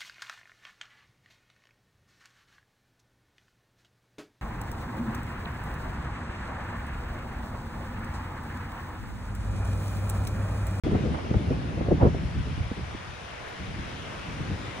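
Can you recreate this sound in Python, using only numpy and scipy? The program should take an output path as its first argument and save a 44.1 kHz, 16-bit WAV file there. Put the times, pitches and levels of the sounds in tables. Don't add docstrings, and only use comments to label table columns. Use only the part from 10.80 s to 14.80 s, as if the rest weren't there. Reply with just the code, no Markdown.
import sys
import numpy as np
from scipy import signal
from scipy.fft import rfft, irfft, next_fast_len
from scipy.io import wavfile
from scipy.ndimage import uniform_filter1d, map_coordinates

SR = 44100
rng = np.random.default_rng(int(sys.argv[2]) if len(sys.argv) > 2 else 0)


def master(y):
    cut = np.clip(np.atleast_2d(y).T, -1, 1)
    pcm = np.round(cut * 32767)
    wavfile.write(sys.argv[1], SR, pcm.astype(np.int16))


N = 176400
TIME = np.arange(N) / SR


def amp(db):
    return 10 ** (np.asarray(db) / 20)


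def unit(x):
    return x / np.sqrt(np.mean(x ** 2) + 1e-20)


def along(points, hz):
    freqs, values = np.transpose(points)
    return np.interp(np.log(hz + 1), np.log(freqs + 1), values)


def curve(rows):
    return np.interp(TIME, *np.transpose(rows))


def wobble(knots_per_s):
    return map_coordinates(rng.standard_normal(1024), [TIME * knots_per_s], mode="mirror")


def filtered(x, response):
    size = next_fast_len(N + 8192)
    return irfft(rfft(x, size) * response(np.fft.rfftfreq(size, 1 / SR)), size)[..., :N]


def coloured(x, spectrum):
    return unit(filtered(x, lambda hz: amp(along(spectrum, hz))))


def patchy_noise(depth_db):
    spectra = signal.stft(rng.standard_normal((2, N)), nperseg=512)[2]
    patches = uniform_filter1d(rng.standard_normal(spectra.shape[1:]), size=7, axis=0)
    patches = uniform_filter1d(patches, size=18, axis=1)
    return signal.istft(spectra * amp(depth_db * unit(patches)), nperseg=512)[1][:, :N]


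def stereo(pair, coherence, lead):
    angle = lambda hz: np.arccos(np.clip(along(coherence, hz), 0, 1)) / 2
    mid, side = filtered(pair, lambda hz: np.array([np.cos(angle(hz)), np.sin(angle(hz))]))
    phase_shift = lambda hz: np.exp(np.outer([.5j, -.5j], along(lead, hz)))
    return filtered(np.array([mid + side, mid - side]), phase_shift)


# (time [s], level [dB])
CROWN_LEVEL = [(0, -40.5), (.6, -42.5), (1.1, -42.5), (1.7, -41), (2.3, -41), (2.8, -39.5), (3.3, -38.5),
               (3.7, -39), (4, -39)]
# (frequency [Hz], relative spectral level [dB])
RUSH_LEFT = [(30, 2.5), (100, -24), (300, 0), (560, -0.5), (900, -1), (1500, -1), (2200, -2), (3400, -6.5),
             (4300, -13), (5600, -13), (7500, -23.5), (9600, -26.5), (10900, -42.5), (14500, -45),
             (16000, -63)]
RUSH_RIGHT = [(30, -14), (100, 1), (300, -2), (560, 4), (900, 3), (1500, 0.5), (2200, -2.5), (3400, -10.5),
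              (4300, -14.5), (5600, -24), (7500, -27), (9600, -22), (10900, -43.5), (14500, -39.5),
              (16000, -56)]
# (frequency [Hz], coherence [0-1])
TREE_COHERENCE = [(100, 0.59), (350, 1), (600, 0.29), (1100, 0.041), (1700, 0.2), (2200, 0.43), (3400, 0.5),
                  (5200, 0.11), (6500, 0.14), (7700, 0.6), (9300, 0.33), (10200, 1), (13500, 1),
                  (15000, .6)]
# (frequency [Hz], lead of the left [rad])
TREE_LEAD = [(100, 2.5), (350, -1.6), (600, -1.2), (900, -1), (1400, .5), (2100, 0.27), (3400, 0.75),
             (4900, 0), (5900, -3), (6900, -5), (7600, -2.6), (8400, -3.05), (9200, -5.05), (10200, -5.5)]
def trees():
    left, right = stereo(patchy_noise(depth_db=1.05), TREE_COHERENCE, TREE_LEAD)
    rush = np.array([coloured(left, RUSH_LEFT), amp(db=-2) * coloured(right, RUSH_RIGHT)])
    return amp(curve(CROWN_LEVEL) + 0.17 * wobble(knots_per_s=8.7)) * rush


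# (time [s], level [dB])
NEEDLE_LEVEL = [(0, -56), (1.1, -61.5), (2.2, -60.5), (3.1, -63.5), (3.65, -57), (3.82, -58), (4, -57)]
# (frequency [Hz], relative spectral level [dB])
NEEDLE_SPECTRUM = [(1000, -13.5), (3000, 7), (6000, 2), (8000, -3.5), (9600, -3), (11000, -17.5),
                   (15000, -25)]
TICKS_PER_S, TICK_DB, TICK_SPREAD_DB = 40, -68.5, 2
def needles():
    level_db = curve(NEEDLE_LEVEL)
    colour = lambda pair: coloured(stereo(pair, TREE_COHERENCE, TREE_LEAD), NEEDLE_SPECTRUM)
    hiss = colour(patchy_noise(depth_db=-3.5))
    impulses = rng.random((2, N)) < TICKS_PER_S / SR
    ticks = colour(impulses * amp(TICK_SPREAD_DB * rng.standard_normal((2, N))))
    return amp(level_db) * hiss + amp(TICK_DB + level_db - level_db.max()) * ticks


def puff_power(peak_time, length, peak_db):
    age = (TIME - peak_time[:, None]) / length[:, None]
    width = np.where(age < 0, 0.29, 0.63)
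    return amp(peak_db)[:, None] ** 2 * np.exp(-np.minimum((age / width) ** 2, 100))


# (time [s], level [dB])
FLOW_LEVEL = [(0, -27), (.28, -26.5), (.39, -35.5), (.5, -30.5), (.77, -30.5), (.95, -30), (1.3, -26.5),
              (1.335, -29), (1.42, -31.5), (1.5, -34), (1.7, -31), (1.88, -34.5), (1.95, -41),
              (2.07, -37.5), (2.38, -45.5), (2.5, -44), (2.76, -48), (2.85, -37.5), (3.12, -39.5),
              (3.4, -41), (3.55, -36.5), (3.82, -34.5), (3.94, -41), (4, -36.5)]
# (time [s], cutoff [Hz])
FLOW_CUTOFF = [(0, 410), (.6, 345), (1.3, 248), (1.7, 177), (2.6, 180), (3.2, 335), (4, 330)]
# (time [s], length [s], peak level [dB], cutoff [Hz])
EDDIES = [(0.072, 0.033, -24, 550), (0.132, 0.028, -18, 350), (0.155, 0.017, -19, 600),
          (0.26, 0.069, -25.5, 445), (0.319, 0.04, -23.5, 246), (0.512, 0.01, -19.5, 397),
          (0.548, 0.013, -21.5, 540), (0.566, 0.021, -16, 185), (0.609, 0.018, -25.5, 280),
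          (0.678, 0.017, -21, 201), (0.711, 0.023, -18.5, 380), (0.754, 0.11, -28, 178),
          (0.981, 0.026, -28, 560), (1.012, 0.012, -19.5, 624), (1.028, 0.018, -23, 260),
          (1.072, 0.03, -31.5, 755), (1.088, 0.012, -20, 593), (1.118, 0.021, -15, 566),
          (1.143, 0.013, -18.5, 344), (1.225, 0.055, -18, 775), (1.232, 0.016, -11.5, 340),
          (1.257, 0.024, -17.5, 700), (1.275, 0.024, -17, 350), (1.348, 0.0075, -23, 600),
          (1.363, 0.012, -29, 470), (1.441, 0.057, -25.5, 208), (1.572, 0.035, -21.5, 227),
          (1.606, .022, -23, 169), (1.675, 0.042, -31.5, 394), (1.725, 0.018, -27, 200),
          (1.783, 0.015, -22, 198), (1.811, 0.017, -23.5, 137), (1.916, 0.011, -24.5, 390),
          (1.984, 0.04, -33.5, 400), (2.017, 0.032, -28.5, 167), (2.148, 0.012, -30.5, 296),
          (2.298, 0.053, -35.5, 147), (2.816, 0.044, -35, 274), (2.885, 0.02, -32.5, 171),
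          (2.964, 0.015, -35.5, 210), (2.997, 0.033, -30.5, 211), (3.058, 0.014, -31, 214),
          (3.487, 0.019, -30.5, 211), (3.61, 0.026, -27.5, 290), (3.68, .014, -40, 330),
          (3.712, 0.051, -26, 288), (3.884, 0.019, -39, 300)]
# (frequency [Hz], relative spectral level [dB])
RUMBLE_SPECTRUM = [(15, -48), (28, -31), (40, -7.5), (58, 4.5), (90, 2), (150, -1.5), (220, -5),
                   (400, -5.5), (560, -7), (1000, -11.5), (2000, -27), (6000, -23)]
# (frequency [Hz], coherence [0-1])
RUMBLE_COHERENCE = [(50, 0.76), (250, 0.77), (420, 0.81), (650, 0.5), (1200, 0.83)]
# (frequency [Hz], lead of the left [rad])
RUMBLE_LEAD = [(50, 0), (250, .05), (450, .4), (750, 1.15), (1300, 2.2)]
ROLL_OFF_ORDER, BASS_CUTOFF_RATIO = 3.54, 0.15
FLUTTER_DB, FLUTTER_PER_S = 1, 35
EDDY_SINK_OCTAVES = 0.48
def buffeting():
    centres = 25 * 2 ** (np.arange(17) / 2)
    band_power = amp(along(RUMBLE_SPECTRUM, centres)) ** 2 * centres

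    def shares(cutoff_hz):
        power = band_power[:, None] / (1 + (centres[:, None] / cutoff_hz) ** (2 * ROLL_OFF_ORDER))
        power = power / (1 + (BASS_CUTOFF_RATIO * cutoff_hz / centres[:, None]) ** 2)
        return power / power.sum(axis=0)

    noise = stereo(rng.standard_normal((2, N)), RUMBLE_COHERENCE, RUMBLE_LEAD)
    flow = amp(curve(FLOW_LEVEL) + FLUTTER_DB * wobble(FLUTTER_PER_S))
    power = shares(curve(FLOW_CUTOFF)) * flow ** 2
    swells = puff_power(*np.transpose(EDDIES)[:3])
    for (peak_time, length, _, cutoff_hz), swell in zip(EDDIES, swells):
        age = (TIME - peak_time) / length
        alive = np.flatnonzero(abs(age) < 2)
        sinking_hz = cutoff_hz * 2 ** (-EDDY_SINK_OCTAVES * np.clip(age[alive], -.5, 1))
        power[:, alive] += shares(sinking_hz) * swell[alive]

    def band(centre):
        return unit(filtered(noise, lambda hz: np.maximum(0, 1 - 2 * abs(np.log2((hz + 1) / centre)))))

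    return sum(np.sqrt(row / 2) * band(centre) for centre, row in zip(centres, power))


# (frequency [Hz], coherence [0-1])
ANTIPHASE_COHERENCE = [(500, 0.12), (1500, 0.38)]
def antiphase_noise(spectrum):
    pair = stereo(patchy_noise(depth_db=0.5), ANTIPHASE_COHERENCE, lead=[(0, np.pi)])
    return coloured(pair, spectrum)


# (time [s], level [dB])
SOUGH_LEVEL = [(0, -48), (.35, -42), (.7, -42.5), (1, -45), (1.4, -47), (1.8, -82), (4, -57)]
# (frequency [Hz], relative spectral level [dB])
SOUGH_SPECTRUM = [(150, -18), (350, -3), (560, 0), (800, -3), (1200, -10.5), (2500, -28), (10000, -75)]
def sough():
    return amp(curve(SOUGH_LEVEL)) * antiphase_noise(SOUGH_SPECTRUM)


# (time [s], length [s], peak level [dB])
RASPS = [(0.11, 0.017, -39), (0.146, 0.022, -36.5), (0.346, 0.016, -31.5), (0.388, 0.014, -36),
         (0.415, 0.012, -43), (0.464, 0.0054, -32), (0.542, 0.0074, -31.5), (0.736, 0.017, -36.5),
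         (1.229, 0.07, -32)]
# (frequency [Hz], relative spectral level [dB])
RASP_SPECTRUM = [(200, -31), (500, 7.5), (750, 8.5), (1300, 1), (2100, -8.5), (3000, -22.5), (6000, -33),
                 (11000, -71)]
RASP_LEFT_DB = -3
def rasps():
    envelope = np.sqrt(puff_power(*np.transpose(RASPS)).sum(axis=0))
    return amp([[RASP_LEFT_DB], [0]]) * envelope * antiphase_noise(RASP_SPECTRUM)


# (frequency [Hz], relative spectral level [dB])
TWIG_SPECTRUM = [(2000, -20), (5000, 0), (10000, 0), (11500, -5), (14000, -6), (16000, -22)]
def twig(onset_s=2.681, level_db=-61, t60_s=.13):
    age = TIME - onset_s
    noise = stereo(rng.standard_normal((2, N)), TREE_COHERENCE, TREE_LEAD)
    return (age > 0) * amp(level_db - 60 * abs(age) / t60_s) * coloured(noise, TWIG_SPECTRUM)


def scene():
    return trees() + needles() + buffeting() + sough() + rasps() + twig()


START_S, TOP_HZ = .036, 15700
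def record(dry):
    return filtered(dry * (TIME > START_S), lambda hz: hz < TOP_HZ)


dry = scene()
out = record(dry)
master(out)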